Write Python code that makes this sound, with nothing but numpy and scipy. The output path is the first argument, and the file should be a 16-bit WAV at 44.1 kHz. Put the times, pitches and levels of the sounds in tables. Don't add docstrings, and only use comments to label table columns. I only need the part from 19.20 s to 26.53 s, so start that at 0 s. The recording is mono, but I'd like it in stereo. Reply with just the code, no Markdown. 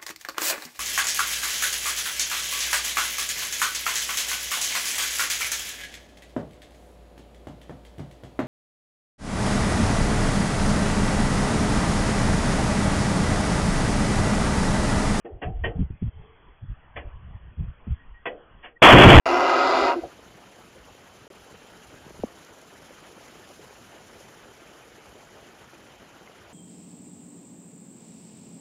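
import sys
import numpy as np
from scipy import signal
from scipy.fft import rfft, irfft
from scipy.io import wavfile
from scipy.ndimage import uniform_filter1d, minimum_filter1d

SR = 44100
rng = np.random.default_rng(int(sys.argv[2]) if len(sys.argv) > 2 else 0)


def wav_record(signal):
    frames = np.transpose(np.atleast_2d(signal))
    bounded = np.clip(frames, -1, 1)
    quanta = np.round(bounded * 32767).astype(np.int16)
    wavfile.write(sys.argv[1], SR, quanta)


N = 323253
TIME, FREQ = np.arange(N) / SR, np.fft.rfftfreq(N, 1 / SR)
STOP_S = 0.7504
CALM_DB = -63

# time_s, slips_per_s
SLIP_RATE = [(0.05, 72), (0.18, 72.6), (0.25, 91), (0.40, 106), (0.55, 126), (0.66, 120), (0.76, 90.4),
             (0.90, 115)]
# pitch_hz, width_hz, gain_db
FRAME_MODES = [(271.9, 16.2, -3.5), (351, 19.5, -0.5), (399.4, 15.4, -2.5), (468, 29, -7.5), (531, 18, -3),
               (563.6, 18, -0.5), (659, 28, 0), (716, 31, 0.5), (766, 64, -3), (867, 14, -3),
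               (951, 19.5, -0.5), (997, 15, -0.5), (1058, 26, -3), (1108, 12, -11), (1160, 28, -4.5),
               (1235, 15, -2.5), (1278, 14, 0), (1320, 28, -3.5), (1400, 20, -1), (1450, 78, -15),
               (1557, 79, -11), (1640, 17, -11.5), (1900, 85, -18), (2031, 29, -10), (2114, 23, -17),
               (2374, 240, -18.5), (2600, 60, -20.5), (2770, 31, -16.5), (2830, 210, -26.5)]
# time_s, strength_db
BREEZE_STRENGTH = [(1.2, -62.5), (2.5, -61), (3.0, -59.5), (3.3, -60.5), (4.1, -58), (4.8, -59), (5.5, -61),
                   (7.3, -64)]
# freq_hz, gain_db
LEAF_SPECTRUM = [(1500, -28), (3500, -4), (5300, -1.5), (6500, 1.5), (8000, 1), (9500, -1), (11000, -7.5),
                 (13000, -11.5), (15500, -16)]


def gain_of(db):
    return 10 ** (np.asarray(db) / 20)


def unit_rms(x):
    return x / np.sqrt(np.mean(x ** 2) + 1e-20)


def at_hz(table, hz):
    freq_hz, value = np.transpose(table)
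    return np.interp(np.log(hz + 1), np.log(freq_hz + 1), value)


def at_time(table, t):
    return np.interp(t, *np.transpose(table))


def add(mix, start_s, sound):
    part = mix[max(round(start_s * SR), 0):][:len(sound)]
    part += sound[:len(part)]


def drift(size, cutoff_hz):
    hz = np.fft.rfftfreq(size, 1 / SR)
    return unit_rms(irfft(rfft(rng.standard_normal(size)) / (1 + (hz / cutoff_hz) ** 4), size))


def swell(peak_s, width_s):
    return np.exp(-.5 * ((TIME - peak_s) / width_s) ** 2)


def ring(x, response, size=8192):
    log_gain = np.log(response(abs(np.fft.fftfreq(size, 1 / SR))) + 1e-5)
    impulse = np.fft.ifft(np.exp(np.conj(signal.hilbert(log_gain)))).real
    return signal.fftconvolve(x, impulse[:size // 2])[:len(x)]


def steadied(x, size=1500):
    power = uniform_filter1d(uniform_filter1d(x ** 2, size), size)
    return x / np.sqrt(abs(power) + 1e-3 * np.mean(x ** 2))


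def phase_split(x, lead_table):
    return irfft(rfft(x) * np.exp(.5j * at_hz(lead_table, FREQ) * np.array([[1], [-1]])), N)


def stick_slip(t, jitter=.09, spread_db=2.0, sand=0.29, foot_ratio=1.31, feet=3):
    rate_hz = at_time(SLIP_RATE, t)
    kicks = np.zeros(len(t))
    for foot in range(feet):
        foot_hz = rate_hz * foot_ratio ** foot * np.exp(jitter * drift(len(t), 70))
        cycles = np.cumsum(foot_hz) / SR + rng.random()
        released = np.diff(np.floor(cycles), prepend=0) > 0
        kicks += released * gain_of(spread_db * rng.standard_normal(len(t)))
    return unit_rms(kicks - kicks.mean()) + sand * rng.standard_normal(len(t))


def stall_db(t, tau_s):
    return -10 * np.exp(np.minimum((t - STOP_S) / tau_s, 2))


def frame(drive, rolloff):
    def response(hz):
        modes = (gain_of(db) / (1 + ((hz - pitch_hz) / width_hz) ** 2)
                 for pitch_hz, width_hz, db in FRAME_MODES)
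        return np.sqrt(sum(mode ** 2 for mode in modes)) / np.hypot(1, rolloff(hz))
    return steadied(ring(drive, response))


def singing(t, share_db=-14, sharp_hz=25, swing_db=5, swing_hz=5, waver=0.0047):
    out = np.zeros(len(t))
    for pitch_hz, width_hz, db in FRAME_MODES:
        cycles = np.cumsum(pitch_hz * (1 + waver * drift(len(t), 50))) / SR
        grip = gain_of(db + swing_db * np.minimum(drift(len(t), swing_hz), 1))
        out += grip / np.hypot(1, (width_hz / sharp_hz) ** 2) * np.sin(2 * np.pi * cycles)
    return gain_of(share_db) * unit_rms(out)


def screeches(t, speed, rise=0.05, waver=0.0091, flutter_db=4.5, flutter_hz=14):
    # pitch_hz, level_db
    tones = [(2000, -41.5), (2390, -42), (2740, -42), (3400, -48), (4680, -48)]
    out = np.zeros(len(t))
    for pitch_hz, db in tones:
        cycles = np.cumsum(pitch_hz * (1 + rise * speed + waver * drift(len(t), 120))) / SR
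        level = gain_of(db + flutter_db * np.minimum(drift(len(t), flutter_hz), 1))
        out += level * np.sin(2 * np.pi * cycles)
    return out


def grit(rattle, speed, level_db=-37.8, speed_db=3.5, low_cut_hz=2500):
    # freq_hz, gain_db
    slow_spectrum = [(2500, -6), (2850, 8), (3300, -2), (4000, 2), (4700, 1.5), (5400, 2.5), (6000, -5),
                     (7400, -8), (8400, -10), (9300, -16.5), (11000, -21), (13000, -31), (15500, -38)]
    fast_spectrum = [(2500, -6), (3200, -1), (3700, 1.5), (4400, 0), (4950, -0.5), (5500, -9), (6000, -14),
                     (7400, -12.5), (8400, -17), (9300, -19.5), (11000, -36), (13000, -47), (15500, -63)]

    def crunch(spectrum):
        return steadied(ring(
            rattle, lambda hz: gain_of(at_hz(spectrum, hz)) * np.minimum(hz / low_cut_hz, 1) ** 4))
    blend = (1 - speed) * crunch(slow_spectrum) + speed * crunch(fast_spectrum)
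    return steadied(blend) * gain_of(level_db + speed_db * speed)


def scuffs(t, kicks, rise_db_per_s=1000, fall_db_per_s=420, cutoff_hz=700):
    # peak_s, level_db
    peaks = [(0.76, -29.5), (0.837, -30)]
    level = sum(gain_of(db - np.maximum((peak_s - t) * rise_db_per_s, (t - peak_s) * fall_db_per_s))
                for peak_s, db in peaks)
    return level * frame(kicks, lambda hz: (hz / cutoff_hz) ** 8)


def chair(start_s=0.054, roar_db=-18, rasp_db=-31.5, split_hz=1750, sand_s=0.0023,
          bite_db=-3.5, bite_s=0.056, ease_db_per_s=-4, treble_stall=2.1):
    t = TIME[:SR]
    speed = np.interp(at_time(SLIP_RATE, t), [75, 115], [0, 1])
    kicks = stick_slip(t)
    grinding = np.sqrt(signal.lfilter([1], [1, -np.exp(-1 / (sand_s * SR))], kicks ** 2))
    rattle = 0.37 * kicks + unit_rms(grinding) * rng.standard_normal(len(t))
    age_s = np.maximum(t - start_s, 0)
    force_db = roar_db + bite_db * np.exp(-age_s / bite_s) + ease_db_per_s * age_s
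    drop_db = stall_db(t, tau_s=0.023)
    roar = frame(kicks, lambda hz: (hz / split_hz) ** 12) + singing(t)
    rasp = gain_of(rasp_db) * frame(rattle, lambda hz: (split_hz / (hz + 1)) ** 12)
    drag = roar * gain_of(force_db + drop_db)
    drag += (rasp + screeches(t, speed)) * gain_of(treble_stall * drop_db)
    drag += grit(rattle, speed) * gain_of(treble_stall * stall_db(t, tau_s=0.032))
    return np.pad(drag + scuffs(t, kicks), (0, N - len(t)))


def squeals(trim_db=-5.5, waver=0.0058, flutter_db=0.5, sag_per_s=1.4):
    # start_s, length_s, pitch_hz, relative_db
    notes = [(0.072, 0.23, 355.5, -23.5), (0.096, 0.055, 691, -22), (0.239, 0.267, 1264, -21.5),
             (0.339, 0.154, 1407, -22.5), (0.49, 0.089, 663, -24), (0.618, 0.099, 380.4, -26.5),
             (0.645, 0.1, 948, -22), (0.746, 0.06, 346, -21)]
    out = np.zeros(N)
    for start_s, length_s, pitch_hz, db in notes:
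        n = round(length_s * SR)
        sag = sag_per_s * np.maximum(start_s + TIME[:n] - STOP_S, 0)
        hz = pitch_hz * (1 - sag + sag.mean() + waver * drift(n, 50))
        level = gain_of(db + trim_db + flutter_db * drift(n, 40)) * signal.windows.tukey(n, 0.56)
        add(out, start_s, np.sqrt(2) * level * np.sin(2 * np.pi * np.cumsum(hz) / SR))
    return out


def reflections(x, t60_s):
    t = TIME[:SR // 3]
    echoes = rng.standard_normal(len(t)) * gain_of(-60 * t / t60_s)
    return signal.fftconvolve(x, echoes / np.linalg.norm(echoes))[:len(x)]


def deck(x, low_cut_hz=205, tail_hz=1800, tail_db=-15, side_db=-21):
    # freq_hz, left_minus_right_db
    lean = [(100, 1), (380, .7), (700, 1.8), (1300, 1.8), (2400, 0)]
    x = signal.sosfilt(signal.butter(6, low_cut_hz, "high", fs=SR, output="sos"), x)
    treble = signal.sosfilt(signal.butter(2, tail_hz, "high", fs=SR, output="sos"), x)
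    x = x + gain_of(tail_db) * reflections(treble, t60_s=0.7)
    side = gain_of(side_db) * reflections(x, t60_s=0.067)
    sign = np.array([[1], [-1]])
    return irfft(rfft(x) * gain_of(sign * at_hz(lean, FREQ) / 2), N) + sign * side


def wash(spectrum, patchy_db, flicker_db, side_db, size=512):
    hop = size // 4
    steps, bins = N // hop + 5, size // 2 + 1
    patches = uniform_filter1d(rng.standard_normal((steps, bins)), size=9, axis=0)
    patches = unit_rms(uniform_filter1d(patches, size=7, axis=1))
    flicker = unit_rms(uniform_filter1d(rng.standard_normal(steps), size=4))
    cells = rng.standard_normal((2, bins, steps)) + 1j * rng.standard_normal((2, bins, steps))
    cells *= gain_of(patchy_db * patches.T + flicker_db * flicker)
    white = signal.istft(cells, nperseg=size, noverlap=size - hop)[1][:, :N]
    mid, side = irfft(rfft(white) * gain_of(at_hz(spectrum, FREQ)), N)
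    return unit_rms(mid) + gain_of(side_db) * unit_rms(side) * np.array([[1], [-1]])


def eddies(share_db=-9.5, rate_per_s=30, spread_db=4.5, t60_s=0.039, band_hz=(320, 590)):
    starts = (rng.random(N) < rate_per_s / SR) * gain_of(spread_db * np.minimum(rng.exponential(1, N), 2))
    pats = signal.fftconvolve(starts, gain_of(-60 * TIME[:SR // 10] / t60_s))[:N]
    band = signal.butter(2, band_hz, "band", fs=SR, output="sos")
    return gain_of(share_db) * unit_rms(signal.sosfilt(band, pats * rng.standard_normal(N)))


def air(level_db=-50.5, follow=0.31):
    # freq_hz, gain_db
    spectrum = [(20, -32), (45, -15), (90, -2.5), (200, -0.5), (500, -0.5), (850, -0.5), (1100, -3),
                (1400, -3.5), (2000, -9.5), (3150, -11.5), (3500, -15.5), (6000, -26), (15000, -39)]
    # freq_hz, left_lead_rad
    arrival = [(50, 0.18), (250, -0.63), (500, -1.09), (1100, -1.75), (1500, -1), (2100, -0.033)]
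    flow = wash(spectrum, patchy_db=2, flicker_db=0.78, side_db=-14.5) + eddies()
    level = gain_of(level_db + follow * (at_time(BREEZE_STRENGTH, TIME) - CALM_DB))
    return phase_split(flow * level, arrival)


def leaves(above_breeze_db=1.5, rustle_s=0.036):
    # peak_s, level_db
    rustles = [(2.13, -61), (4.04, -59), (5.0, -57)]
    rustle = sum(gain_of(db) * swell(peak_s, rustle_s) for peak_s, db in rustles)
    hiss = gain_of(at_time(BREEZE_STRENGTH, TIME) + above_breeze_db)
    return wash(LEAF_SPECTRUM, patchy_db=1.5, flicker_db=1.5, side_db=-48) * np.hypot(hiss, rustle)


def wind_rumble(lull_db=-67.5, lumps_db=1.0, lumps_hz=7):
    # peak_s, width_s, level_db
    gusts = [(0.08, 0.033, -48), (0.26, 0.26, -53.5), (0.65, 0.018, -46), (0.85, 0.029, -51.5),
             (1.11, 0.025, -56), (1.6, 0.09, -60), (2.88, 0.18, -58.5), (3.01, 0.029, -50)]
    # freq_hz, gain_db
    spectrum = [(15, -32), (35, -4), (55, 2), (90, -3), (150, -14), (400, -42), (3000, -75)]
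    gusting = sum(gain_of(db) * swell(peak_s, width_s) for peak_s, width_s, db in gusts)
    lull = gain_of(lull_db + lumps_db * drift(N, lumps_hz))
    return wash(spectrum, patchy_db=2, flicker_db=2.5, side_db=-14) * np.hypot(lull, gusting)


def whine(top_hz=3138.5, step_hz=91.8, top_db=-72, step_db=-1.4):
    return sum(np.sqrt(2) * gain_of(top_db + k * step_db)
               * np.sin(2 * np.pi * ((top_hz - k * step_hz) * TIME + rng.random())) for k in range(4))


def twig_ticks(calm_per_s=1.6, follow=1.8, faint_db=-48, spread_db=1.5, decay_s=0.0028):
    # start_s, level_db
    loudest = [(2.3219, -45), (3.2483, -42.5), (3.3366, -47), (3.4161, -43), (4.2899, -43.5)]
    rate_per_s = calm_per_s * gain_of(follow * (at_time(BREEZE_STRENGTH, TIME) - CALM_DB))
    starts = (rng.random(N) < rate_per_s / SR) * gain_of(faint_db + spread_db * rng.standard_normal(N))
    for start_s, db in loudest:
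        add(starts, start_s, gain_of([db]))
    envelope = signal.fftconvolve(starts, np.exp(-TIME[:SR // 50] / decay_s))[:N]
    return ring(envelope * rng.standard_normal(N), lambda hz: gain_of(at_hz(LEAF_SPECTRUM, hz)))


def thumps(rest_hz=330, sweep_hz=700, sag_s=0.0024, thump_s=0.0027,
           ring_hz=240, ring_s=0.0072, ring_db=-7):
    # start_s, level_db, pitch_ratio
    events = [(2.123, -46, 0.88), (2.864, -37, 0.54), (2.905, -35.5, 0.78), (2.991, -35, 0.67),
              (2.997, -32, 0.35), (3.0349, -15.5, 0.97), (4.955, -41, 0.82), (5.255, -43, 1.07),
              (6.532, -43, 1.5), (7.01, -40, 0.75)]
    out, t = np.zeros(N), TIME[:SR // 16]
    thump_env, ring_env = ((t / peak_s * np.exp(1 - t / peak_s)) ** 4 for peak_s in (thump_s, ring_s))
    for start_s, db, pitch_ratio in events:
        hz = pitch_ratio * (rest_hz + sweep_hz * np.exp(-(t / sag_s) ** 1.16))
        thump = thump_env * np.sin(2 * np.pi * np.cumsum(hz) / SR)
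        low_ring = gain_of(ring_db) * ring_env * np.sin(2 * np.pi * pitch_ratio * ring_hz * t)
        add(out, start_s, -gain_of(db) * (thump + low_ring))
    return out


def twig_snap(start_s=7.075, level_db=-42, pitch_hz=2100, t60_s=0.026):
    out, t = np.zeros(N), TIME[:SR // 20]
    add(out, start_s, gain_of(level_db - 60 * t / t60_s) * np.sin(2 * np.pi * pitch_hz * t))
    return out


def limiter(x, ceiling=0.35, size=90):
    gain = np.minimum(1, ceiling / (abs(x).max(0) + 1e-9))
    return x * uniform_filter1d(minimum_filter1d(gain, size), size)


def scene():
    drag = deck(chair() + squeals())
    breeze = air() + leaves() + wind_rumble()
    return drag + breeze + whine() + twig_ticks() + thumps() + twig_snap()


def record(dry, cutoff_hz=15750):
    # freq_hz, left_lead_rad
    stereo_phase = [(2100, 0), (2900, .5), (3500, .6), (4700, .42), (5300, 0), (6400, 0), (6900, .4),
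                    (7400, 1.35), (7950, 3.1), (8600, 3.15), (8950, 2.4), (9200, 1.5), (9600, 1.15),
                    (10500, .6), (11200, 0), (13000, 0), (14500, -1.3), (16000, -2.7)]
    # start_s, end_s
    silences = [(-1, 0.057), (2.079, 2.1015)]
    muted = sum((TIME > start_s) & (TIME < end_s) for start_s, end_s in silences)
    gate = 1 - .9995 * uniform_filter1d(muted * 1., size=40)
    heard = limiter(phase_split(dry, stereo_phase)) * gate
    low_pass = signal.firwin(511, cutoff_hz, window=("kaiser", 9), fs=SR)
    return signal.oaconvolve(heard, low_pass[None], "same")


dry = scene()
out = record(dry)
wav_record(out)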